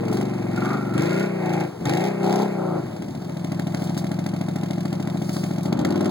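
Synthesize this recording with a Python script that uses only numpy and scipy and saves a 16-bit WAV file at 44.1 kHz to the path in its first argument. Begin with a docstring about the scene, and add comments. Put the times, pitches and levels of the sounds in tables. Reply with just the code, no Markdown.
"""A muddy creek in a wood: a V-twin quad bike wades through, a few metres from two close microphone ports.
The throttle is blipped again and again, the engine drops to a loping idle and picks up again.
Uneven exhaust puffs ring the pipe and spit through mud: summed engine orders, filtered pulses, gated noise.
The wheels churn the water, made of noise and ringing bubbles; the trunks send back a faint echo cloud."""
import sys
import numpy as np
from scipy import signal
from scipy.fft import rfft, irfft
from scipy.io import wavfile
from scipy.ndimage import uniform_filter1d

SR = 44100
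rng = np.random.default_rng(int(sys.argv[2]) if len(sys.argv) > 2 else 0)


def output_pcm(signal):
    """Save a mono or channel-first signal as 16-bit PCM at the path in sys.argv[1].

    Samples are clipped to [-1, 1] before scaling.
    """
    pcm = np.clip(np.atleast_2d(signal).T, -1, 1) * 32767
    wavfile.write(sys.argv[1], SR, np.round(pcm).astype(np.int16))


N = 269010

# crank speed before idle hunting: time_s, speed_rpm
CRANK_SPEED = [(0, 2666), (.09, 2614), (.22, 2950), (.38, 2756), (.54, 2587), (.76, 3059), (.92, 2738),
               (1, 3004), (1.23, 3852), (1.49, 3371), (1.64, 3351), (1.72, 2807), (1.81, 2334),
               (1.92, 3150), (2.07, 3828), (2.25, 3678), (2.43, 4027), (2.6, 3614), (2.77, 3308),
               (2.87, 2611), (2.98, 2096), (3.12, 1790), (3.26, 1610), (3.46, 1595), (3.8, 1603),
               (4.1, 1637), (4.4, 1611), (4.8, 1637), (5.37, 1649), (5.65, 1641), (5.78, 1905), (5.9, 2249),
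               (6.1, 2441)]
TIME, HZ = np.arange(N) / SR, np.arange(N // 2 + 1) * SR / N
RPM = np.interp(TIME, *np.transpose(CRANK_SPEED))
CYCLE_START = .213  # place in the four-stroke cycle at the start, 0-1
# at idle the crank speed hunts, so that the strokes come a little early or late
HUNT_CYCLES, HUNT_PER_S = .007, 7
# the rider opens the throttle: start_s, end_s, opening (0-1)
BLIPS = [(-.1, 0.867, 0.71), (0.495, 0.747, 0.88), (0.887, 1.613, 0.99), (1.776, 2.765, 0.9),
         (5.62, 6.2, 0.44)]
IDLE_THROTTLE, OPEN_S, CLOSE_S = 0.331, 0.0946, 0.19
# throttle snapped shut, the engine coasts and fires weakly:
# start_s, end_s, recovery_s, overall_loss_db, further_note_loss_db, burble_rise_db
COASTS = [(1.647, 1.849, 0.012, 9.5, 3.5, 16), (2.784, 3.273, 0.25, 5.5, 0.5, 13.5)]
COAST_ONSET_S = 0.063
# the tailpipe blows itself clear of the mud:
# start_s, end_s, strength (ratio), wetness (-1 dry to 1 wet), bark_change_db
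SURGES = [(0.035, 0.224, 0.53, 0.34, -3), (0.511, 0.742, 0.41, 0.57, -1.5), (0.92, 1.236, 0.61, 0.89, -9.5),
          (1.39, 1.628, 0.43, 0.6, 3.5), (1.797, 2.071, 0.58, 0.93, 1), (2.184, 2.434, 0.93, 0.72, -1),
          (2.53, 2.785, 0.28, -0.48, 4), (5.632, 6.151, 0.66, 0.11, -3)]
SURGE_ATTACK_S, SURGE_RELEASE_S = 0.067, 0.063
# how the engine runs: start_s, end_s, way (name)
RUNNING = [(-.1, 0.954, "part"), (0.917, 2.788, "full"), (2.786, 2.907, "part"), (2.933, 3.203, "lugging"),
           (3.19, 5.728, "idle"), (5.72, 6.2, "lugging")]
CHANGE_S = 0.074

# gas pulses in one four-stroke cycle, blended by throttle opening:
# place_at_zero (cycles), place_at_full (cycles), level_at_zero_db, level_at_full_db,
# spit_db, extra_hardness_at_zero_db
PUFFS = [(.042, -0.038, 6, -4.5, 4, 8.5), (.198, 0.19, 0.5, -2.5, -14.5, 4), (.365, .347, 4, 1.5, 0, -11.5),
         (.73, .662, 6, -4, -5, -10.5)]
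# thrusts of the two cylinders and their returns in the pipe, by way of running, sharpest first:
# place (cycles), relative_level_db
THRUSTS = {"idle": [(.06, 0.5), (.15, -3.5), (.31, -8.5), (.46, -1), (.545, -5.5), (.62, -1.5), (.70, 1)],
           "lugging": [(.07, 0), (.45, 3), (.57, -2.5), (.68, 1.5)], "part": [(.425, -1), (.575, 1),
           (.68, 0), (0.06, -1.5)], "full": [(.43, 2), (0.11, 1), (.58, -2.5), (0.1, -14)]}
# exhaust note, scaled to the same total for each way of running: order (multiple of the cycle rate),
# idle_relative_db, lugging_relative_db, part_throttle_relative_db, full_throttle_relative_db
ORDERS = [(3, -46, -45, -34, -30), (4, -43, -35, -20, -12), (5, -19, -10, -2, -6), (6, -23, -11, -1, 0),
          (7, -20, -10, -12, -7), (8, -8, -6, 0, -10), (9, -11, -4, -3, -15), (10, -14, 1, -4, -10),
          (11, -1, -5, -3, -7), (12, -7, -4, -8, -6), (13, 0, -4, -6, -3), (14, -9, -11, -14, -16),
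          (15, -5, -4, -2, -16), (16, -8, -5, -5, -16), (17, -12, -14, -15, -13), (18, -14, -3, -14, -13),
          (19, -12, -7, -17, -13), (20, -12, -10, -16, -16), (21, -9, -13, -13, -13),
          (22, -16, -21, -21, -13), (23, -14, -16, -21, -16), (24, -15, -20, -20, -17),
          (25, -10, -19, -18, -19), (26, -23, -20, -18, -16), (27, -19, -25, -15, -17),
          (28, -23, -23, -16, -19), (29, -21, -29, -18, -23), (30, -28, -17, -16, -24),
          (31, -28, -21, -20, -26), (32, -26, -21, -19, -30)]
# under load the silencer delays the upper orders more and more, so that they fuse into a roar
SMEAR_FROM_ORDER = 14
SMEAR_RAD = {"idle": .012, "lugging": .05, "part": .12, "full": .2}  # radians per order squared
WAVER_DB, WAVER_RAD = .8, .08
HONK_FROM_HZ, HONK_WIDTH_HZ, BASS_CUT_HZ = 224, 25, 81
# the highest orders bark out in a surge; the last value is per surge strength
BARK_FROM_HZ, NOTE_BARK_DB, NOTE_BARK_SURGE_DB = 677, -6, 7.5
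# silencer resonances that the orders glide through, swelling and fading: pitch_hz, gain_db
SILENCER = [(110, 0.5), (150, -0.5), (190, 1.5), (220, 2), (250, 0), (325, 1.5), (365, 2.5), (402, 0.5),
            (428, -4), (460, 0.5), (540, 4.5), (620, -0.5), (700, -2), (757, 4.5), (820, 1), (960, -1)]
# resonances of exhaust pipe and silencer: pitch_hz, width_hz, gain_db
PIPE = [(120, 11, -24), (152.6, 26, -7.5), (173, 45, -3), (189, 28, 0.5), (272, 39, -5.5), (336.7, 11, -1),
        (345, 5.7, -4.5), (383, 4.5, -13), (450, 80, -17), (555.5, 11, -6), (596.3, 11.3, -7.5),
        (664, 26, -19), (734.1, 14.7, -6.5), (877, 144, -9.5), (1206, 7.9, -15), (1310, 32, -18),
        (2000, 640, -16.5)]

# exhaust registers, one row each before coasting and surge changes:
# idle_level_db, throttle_rise (db per opening), surge_rise (db per strength), wet_rise (db per wetness)
BOOM_LAW = (-26, 0.5, 4, 0.9)  # the whole note
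HONK_LAW = (0, -3, 3.5, -0.5)  # upper orders, relative to the boom
DRONE_LAW = (-40, -8, 10, -9)
BARK_LAW = (-46.5, 2, 12.5, 5)
SNARL_LAW = (-54, 13, 14.5, -7)
RASP_LAW = (-53.5, 17, -9.5, 13)
BURBLE_LAW = (-42, -11, 0, 0)
SPIT_LAW = (-47.5, -12.5, 6, 13.5)
# the gas gets rougher while the crank speeds up hard: the full rise comes at this rate
SPIN_UP_DB, SPIN_UP_RPM_PER_S = 12, 4500
# rushing gas in the pipe, spectrum: pitch_hz, relative_density (db per Hz)
RASP = [(300, -50), (600, -16), (760, 1), (1000, -3), (1350, -4), (1650, -12.5), (2100, -16.5), (2700, 20),
        (5000, -28)]
# a howl flares up near 1.3 kHz and glides: start_s, end_s, start_hz, end_hz, width_hz, level_db
HOWLS = [(0.506, 0.772, 1430, 1356, 189, -34), (0.582, .73, 1220, 1213, 110, -34),
         (.78, 1.03, 1370, 1370, 129, -39), (1.054, 1.21, 1388, 1445, 45, -35.5),
         (5.823, 5.927, 1430, 1460, 70, -45)]
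HOWL_RISE_S, HOWL_FALL_S = 0.097, 0.086

# gas tearing through mud, spectrum: pitch_hz, relative_density (db per Hz)
SPIT = [(900, -9.5), (2000, 4), (3200, 3), (4400, 3), (6500, -2.5), (9500, -7), (12000, -12), (16000, -11)]
# the loudest slugs of water blown from the tailpipe: time_s, relative_peak_db
BIG_SLUGS = [(0.171, -38), (0.212, -38.5), (0.657, -38), (0.9793, -31), (1.022, -31.5), (1.536, -36),
             (1.607, -35), (1.855, -28.5), (1.8945, -26), (1.936, -33), (2.327, -31), (2.358, -30.5),
             (3.5187, -43), (3.747, -41), (3.9757, -38.5), (4.263, -38.5), (4.559, -38), (4.8561, -40),
             (4.9283, -38.5), (5.074, -37), (5.435, -43), (5.655, -48), (5.7267, -35.5), (5.8491, -30.5),
             (6.008, -38), (6.0576, -35)]
# smaller slugs follow each cycle's main puff; their peaks stand above the spitting, less so under load
SLUG_LAG_S, SLUG_DB, SLUG_LOAD_DB, SLUG_SPREAD_DB = 0.0016, 10, -31, 8
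# water slugs, spectrum: pitch_hz, relative_density (db per Hz)
CRACK = [(300, -40), (800, 8), (2000, 8.5), (3200, 1.5), (4400, 1), (6500, -2), (9500, -5.5), (12000, -13),
         (16000, -13)]
# thin whistles: start_s, end_s, start_hz, end_hz, level_db, waver_hz
WHISTLES = [(-.05, 0.144, 500, 420, -29.5, 6.8)]

# churned water: level at idle and change per throttle opening
SLOSH_DB, SLOSH_LOAD_DB = -43.5, 5
SPRAY_DB, SPRAY_LOAD_DB = -54.5, 1.5
# the bow wave breaks: start_s, end_s, slosh_change_db, spray_change_db
WAVES = [(3.65, 3.82, 4.5, 8), (5.115, 5.438, 0.7, 9), (5.613, 6.1, 6.5, -10)]
WAVE_RISE_S, WAVE_FALL_S = 0.18, 0.2
# mud flung up by the wheels lands: time_s, relative_level_db, decay_s
SPLATS = [(0.127, -70.5, 0.024), (3.84, -72, 0.0095), (3.976, -65, 0.015), (5.33, -72, 0.033),
          (5.63, -74, 0.026)]
# sloshing water, spectrum: pitch_hz, relative_density (db per Hz)
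SLOSH = [(20, -32), (60, -11), (150, -42), (400, 6), (750, 1.5), (1200, -4), (2200, -13), (4000, -21),
         (9000, -45)]
# spray and mud, spectrum: pitch_hz, relative_density (db per Hz)
SPRAY = [(1000, -24), (2500, -12), (4400, 3.5), (7000, -3), (9500, -0.5), (12000, -8), (16000, -1)]

# microphone pair, lead of the left side on top of the port lag: pitch_hz, phase (radians)
SKEW = [(20, 0), (130, -.25), (330, .42), (420, .6), (500, 1.05), (585, 3.1), (650, 3.5), (700, 4),
        (1000, 3.8), (1500, 2.85), (1620, 3.8), (1850, 3.9), (2100, 2.7), (2500, 3.3), (2800, 3.14)]
# microphone pair: pitch_hz, left_minus_right_db
BALANCE = [(70, 3), (140, .8), (210, .5), (330, 2.2), (500, 5), (770, 3), (1170, .3), (1800, -1.2),
           (2800, -.3), (4200, -.8), (7000, 0)]
PORT_LAG_S = .000362
CUTOFF_HZ = 16000


def throttle_opening():
    """The throttle rests at idle between blips."""
    blips = [(opening - IDLE_THROTTLE) * swell(start, end, OPEN_S, CLOSE_S)
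             for start, end, opening in BLIPS]
    return np.clip(IDLE_THROTTLE + np.max(blips, axis=0), 0, 1)


def loudness(load):
    """Register levels in dB follow load and surges; while coasting the note gives way to burble."""
    strength, wetness, bark_db = sum(
        np.outer(amounts, swell(start, end, SURGE_ATTACK_S, SURGE_RELEASE_S))
        for start, end, *amounts in SURGES)
    loss_db, note_loss_db, burble_db = sum(
        np.outer(db, swell(start, end, COAST_ONSET_S, recovery_s))
        for start, end, recovery_s, *db in COASTS)
    laws = (BOOM_LAW, DRONE_LAW, BARK_LAW, SNARL_LAW, RASP_LAW, SPIT_LAW, BURBLE_LAW, HONK_LAW)
    boom, drone, bark, snarl, rasp, spitting, burbling, honk = [
        idle_db + load_db * load + surge_db * strength + wet_db * wetness - loss_db
        for idle_db, load_db, surge_db, wet_db in laws]
    spin_up = np.clip(np.gradient(RPM) * SR / SPIN_UP_RPM_PER_S, 0, 1)
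    burbling = burbling + burble_db + SPIN_UP_DB * spin_up
    note_bark_db = NOTE_BARK_DB + NOTE_BARK_SURGE_DB * strength + bark_db
    # honk is relative to the boom, which already carries the coasting loss
    return (boom - note_loss_db, honk + loss_db, note_bark_db, burbling,
            drone, bark + bark_db, snarl, rasp, spitting)


def firing(cycle, throttle, uneven_db, spit_uneven_db, jitter_s):
    """Pressure pulses, their hard fronts and gas jets; throttle shifts their places and sizes."""
    pressure, fronts, jets = np.zeros((3, N))
    count = np.arange(int(cycle[-1]) + 1)
    opening = np.interp(count, cycle, throttle)
    for idle_place, load_place, idle_db, load_db, spit_db, hard_db in PUFFS:
        chance = rng.standard_normal((len(count), 3))
        place = (1 - opening) * idle_place + opening * load_place
        when = np.interp(count + place, cycle, TIME, left=-1, right=-1)
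        when = when + jitter_s * (1 - opening) * chance[:, 0]
        size = (1 - opening) * from_db(idle_db) + opening * from_db(load_db)
        size = size * from_db(uneven_db * chance[:, 1])
        pressure += clicks(when, size)
        fronts += clicks(when, size * from_db(hard_db * (1 - opening)))
        jets += clicks(when, from_db(spit_db + spit_uneven_db * chance[:, 2]))
    return pressure, fronts, jets


def order_phasors(soft_order):
    """Thrust places set the phase of each order, one set of complex orders per way of running."""
    orders, *columns = np.transpose(ORDERS)
    notes = []
    for (way, thrusts), db in zip(THRUSTS.items(), columns):
        hard, *soft = [from_db(size_db) * np.exp(-2j * np.pi * orders * place)
                       for place, size_db in thrusts]
        # softer thrusts matter less in the upper orders
        timing = np.angle(hard + sum(soft) * np.exp(-(orders / soft_order) ** 2))
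        timing = timing - SMEAR_RAD[way] * np.maximum(orders - SMEAR_FROM_ORDER, 0) ** 2
        notes.append(from_db(db) / np.linalg.norm(from_db(db)) * np.exp(1j * timing))
    return orders, np.transpose(notes)


def exhaust_note(cycle, boom_db, honk_db, bark_db, soft_order):
    """Wavering engine orders crossfade with the way of running; surges lift the upper ones."""
    orders, notes = order_phasors(soft_order)
    shares = np.array([sum(swell(start, end, CHANGE_S, CHANGE_S)
                           for start, end, way in RUNNING if way == name) for name in THRUSTS])
    out, turn = 0, np.exp(2j * np.pi * cycle)
    wave = turn ** int(orders[0])
    for order, note in zip(orders, notes):
        hz = order * RPM / (2 * 60)  # one cycle takes two crank turns
        upper = np.clip((hz - HONK_FROM_HZ) / HONK_WIDTH_HZ, 0, 1)
        highest = np.clip((hz - BARK_FROM_HZ) / HONK_WIDTH_HZ, 0, 1)
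        passing_db = np.interp(hz, *np.transpose(SILENCER))
        gain = from_db(upper * honk_db + highest * bark_db + passing_db + WAVER_DB * drift(14))
        gain = gain / np.sqrt(1 + (BASS_CUT_HZ / hz) ** 10)
        out = out + gain * ((note @ shares) * wave * (1 + 1j * WAVER_RAD * drift(14))).real
        wave = wave * turn
    return np.sqrt(2) * from_db(boom_db) * out


def ring_pipe(x):
    """The resonances of pipe and silencer."""
    return sum(resonate(x, hz, width) * from_db(db) for hz, width, db in PIPE)


def exhaust(cycle, pressure, fronts, jets, throttle, levels_db, baffle_share, rush_db):
    """The hard fronts of the pulses rattle between the baffles and mix with rushing gas."""
    hard = ring_pipe(fronts)
    rattle = -.5 * hard + baffle_share * (.4 + .6 * throttle) * scatter(hard, decay_s=.009)
    flow = fade(jets, decay_s=0.0068) + throttle * fade(pressure, decay_s=0.042) + 0.063
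    rush = colour(rng.standard_normal(N) * flow, RASP)
    bands_hz = [(495, 677), (690, 852), (930, 1530), (1530, 2304)]  # drone, bark, snarl, rasp
    out = 0
    for (low_hz, high_hz), level_db, noise_db in zip(bands_hz, levels_db, rush_db):
        tone = even(band(rattle, low_hz, high_hz), cycle)
        noise = even(band(rush, low_hz, high_hz), cycle)
        out = out + from_db(level_db) * even(tone + from_db(noise_db) * noise, cycle)
    return out


def burble(cycle, pressure, level_db):
    """Loose, uneven gusts of gas keep the pipe ringing between the firings."""
    gusts = rng.standard_normal(N) * (fade(pressure, decay_s=0.02) + .3)
    return from_db(level_db) * even(band(ring_pipe(gusts), 104, 590), cycle)


def howl(cycle, pressure, start, end, start_hz, end_hz, width_hz, level_db):
    """A narrow, gliding resonance, rung by the engine's pulses and the gas that follows them."""
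    hz = np.interp(TIME, [start, end], [start_hz, end_hz])
    turn = np.exp(2j * np.pi * np.cumsum(hz) / SR)
    drive = pressure + 0.081 * rng.standard_normal(N) * fade(pressure, decay_s=0.0087)
    ring_s = 1 / (np.pi * width_hz)
    # shift down to 0 Hz, smooth twice, shift back up
    tone = (fade(fade(drive / turn, ring_s), ring_s) * turn).real
    return from_db(level_db) * swell(start, end, HOWL_RISE_S, HOWL_FALL_S) * even(tone, cycle)


def spit(cycle, jets, throttle, delay_s, grain_db, leak):
    """Each jet tears through wet mud: a tick at idle, a longer crackling burst under load."""
    tick = rms_one(fade(fade(jets, decay_s=0.00055), decay_s=0.0069))
    crackle = rms_one(fade(jets, decay_s=0.0084))
    burst = tick + (0.32 + throttle) * 0.42 * crackle
    gate = np.interp(TIME - delay_s, TIME, burst) + leak
    grains = rng.standard_normal(N) * gate * from_db(grain_db * drift(770))
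    return even(colour(grains, SPIT), cycle)


def cracks(cycle, load, spit_db, level_db, snap_s, tail_s, tail_db):
    """Water slugs leave the tailpipe with a snap and short hiss: small every cycle, big now and then."""
    count = np.arange(1, int(cycle[-1]) + 1)
    small_s = np.interp(count + PUFFS[0][0], cycle, TIME) + SLUG_LAG_S
    chance = np.minimum(rng.standard_normal(len(count)), 1)
    small = clicks(small_s, from_db(SLUG_DB + SLUG_SPREAD_DB * chance))
    small = small * from_db(spit_db + SLUG_LOAD_DB * load)
    when, peak_db = np.transpose(BIG_SLUGS)
    slugs = small + clicks(when, from_db(peak_db + level_db))
    envelope = fade(slugs, snap_s) + from_db(tail_db) * fade(slugs, tail_s)
    return colour(rng.standard_normal(N), CRACK) * envelope


def whistle(start, end, start_hz, end_hz, level_db, waver_hz):
    """A thin, wavering tone that glides."""
    hz = np.interp(TIME, [start, end], [start_hz, end_hz]) + waver_hz * drift(154)
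    level = from_db(level_db + 1.6 * drift(77.0)) * swell(start, end, attack_s=0.046, release_s=0.03)
    return level * np.sin(2 * np.pi * np.cumsum(hz) / SR)


def bubbles(per_s, low_hz, high_hz, cycles, spread_db):
    """Bubbles and droplets of random size, each ringing for a few cycles or less."""
    born = rng.random(N) < per_s / SR
    sizes = from_db(spread_db * np.minimum(rng.exponential(1, N), 4))
    sizes = born * sizes * rng.choice([-1, 1], N)
    dealt = rng.integers(0, 14, N)  # each one gets one of 14 pitches
    pitches = np.geomspace(low_hz, min(high_hz, .4 * SR), 14)
    return rms_one(sum(resonate(sizes * (dealt == k), hz, hz / cycles) / np.sqrt(hz)
                       for k, hz in enumerate(pitches)))


def water(load, splat_db):
    """The bow wave sloshes and gurgles; spray and lumps of mud patter down."""
    slosh_change_db, spray_change_db = sum(
        np.outer(change_db, swell(start, end, WAVE_RISE_S, WAVE_FALL_S))
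        for start, end, *change_db in WAVES)
    slosh_db = SLOSH_DB + SLOSH_LOAD_DB * load + slosh_change_db
    spray_db = SPRAY_DB + SPRAY_LOAD_DB * load + spray_change_db
    gurgle = .25 * bubbles(per_s=700, low_hz=400, high_hz=1500, cycles=8, spread_db=2.5)
    slosh = from_db(slosh_db + 1.0 * drift(18)) * (colour(rng.standard_normal(N), SLOSH) + gurgle)
    drops = bubbles(per_s=2500, low_hz=2530, high_hz=14900, cycles=0.72, spread_db=-3.0)
    spray = colour(rms_one(rng.standard_normal(N)) + 1.2 * drops, SPRAY)
    splats = sum(fade(clicks([s], from_db([db + splat_db])), decay) for s, db, decay in SPLATS)
    return slosh + (from_db(spray_db + 0.27 * drift(33)) + splats) * spray


def tree_trunks(near):
    """The trunks return a dying cloud of echoes, different on each side."""
    return np.array([scatter(band(near, 260, 15000), decay_s=.035) for side in range(2)])


def microphones(x, ripple):
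    """Two close ports: the left one leads, by a phase that grows unevenly with frequency."""
    travel = 2 * np.pi * HZ * PORT_LAG_S
    lead = travel + over_hz(SKEW) - ripple * np.sin(2 * travel)
    tilt = from_db(over_hz(BALANCE) / 2)
    return irfft(rfft(x) * np.array([tilt, np.exp(-1j * lead) / tilt]), N)


def from_db(db):
    """Decibels to gain."""
    return 10 ** (np.asarray(db) / 20)


def rms_one(x):
    """Scale to rms 1."""
    return x / np.sqrt(np.mean(x ** 2) + 1e-20)


def over_hz(points):
    """A short spectrum joined up on a log-frequency axis."""
    hz, value = np.transpose(points)
    return np.interp(np.log(HZ + 1), np.log(hz), value)


def colour(x, spectrum):
    """Filter a sound by a spectrum; rms 1."""
    return rms_one(irfft(rfft(x) * from_db(over_hz(spectrum)), N))


def band(x, low_hz, high_hz):
    """Band-pass that keeps pulses in place."""
    return signal.sosfiltfilt(signal.butter(3, [low_hz, high_hz], "band", fs=SR, output="sos"), x)


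def resonate(x, hz, width_hz):
    """One resonance with gain 1 on top."""
    r = np.exp(-np.pi * width_hz / SR)
    feed = np.array([1, 0, -1]) * (1 - r * r) / 2
    return signal.lfilter(feed, [1, -2 * r * np.cos(2 * np.pi * hz / SR), r * r], x + 1e-18)


def fade(x, decay_s):
    """Every click becomes an exponential decay of the same height."""
    return signal.lfilter([1], [1, -np.exp(-1 / (decay_s * SR))], x + 1e-18)


def drift(rate):
    """Slow chance with a spread of about 1, from rate random points per second."""
    return np.interp(TIME * rate, np.arange(8000), rng.standard_normal(8000))


def clicks(times, sizes):
    """Single-sample clicks at the given times."""
    at = np.round(np.asarray(times) * SR).astype(int)
    return np.bincount(np.clip(at, 0, N - 1), sizes * ((at >= 0) & (at < N)), N)


def scatter(x, decay_s):
    """A dense cloud of dying echoes that keeps the energy."""
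    t = TIME[:SR // 2]
    echoes = rng.standard_normal(len(t)) * np.exp(-t / decay_s)
    return signal.fftconvolve(x, echoes / np.sqrt(np.sum(echoes ** 2)))[:N]


def even(x, cycle):
    """Hold the power per engine cycle near 1, leaving the shape within each cycle."""
    energy = np.cumsum(x ** 2)
    start, end = [np.interp(cycle + half, cycle, np.arange(N)) for half in (-.5, .5)]
    power = (energy[end.astype(int)] - energy[start.astype(int)]) / (end - start)
    return x / np.sqrt(uniform_filter1d(power, SR // 25) + 1e-20)


def swell(start, end, attack_s, release_s):
    """Rise from start, hold at 1 until end, then fall."""
    return np.clip(np.minimum((TIME - start) / attack_s, 1 - (TIME - end) / release_s), 0, 1)


def scene():
    """Engine and water, with a faint return from the tree trunks."""
    throttle = throttle_opening()
    load = throttle - IDLE_THROTTLE
    hunting = HUNT_CYCLES * drift(HUNT_PER_S) * np.clip(1 - 2 * load, 0, 1)
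    cycle = CYCLE_START + np.cumsum(RPM) / (2 * 60 * SR) + hunting
    boom_db, honk_db, note_bark_db, burble_db, *levels_db, spit_db = loudness(load)
    pressure, fronts, jets = firing(cycle, throttle, uneven_db=3.5, spit_uneven_db=4.0,
                                    jitter_s=0.00029)
    engine = exhaust_note(cycle, boom_db, honk_db, note_bark_db, soft_order=24.9)
    engine = engine + exhaust(cycle, pressure, fronts, jets, throttle, levels_db,
                              baffle_share=1.0, rush_db=[-12, -13, -2, 0.0])
    engine = engine + burble(cycle, pressure, burble_db)
    engine = engine + sum(howl(cycle, pressure, *row) for row in HOWLS)
    spitting = spit(cycle, jets, throttle, delay_s=0.0012, grain_db=1.0, leak=0.082)
    engine = engine + from_db(spit_db) * spitting
    slugs = cracks(cycle, load, spit_db, level_db=6.5, snap_s=.0011, tail_s=0.0058, tail_db=-8.5)
    whistles = sum(whistle(*row) for row in WHISTLES)
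    near = engine + slugs + whistles + water(load, splat_db=32.0)
    return microphones(near, ripple=.2) + from_db(-15) * tree_trunks(near)


def record(dry):
    """The top is cut steeply by an elliptic low-pass."""
    return signal.sosfilt(signal.ellip(10, .2, 70, CUTOFF_HZ, fs=SR, output="sos"), dry)


dry = scene()
out = record(dry)
output_pcm(out)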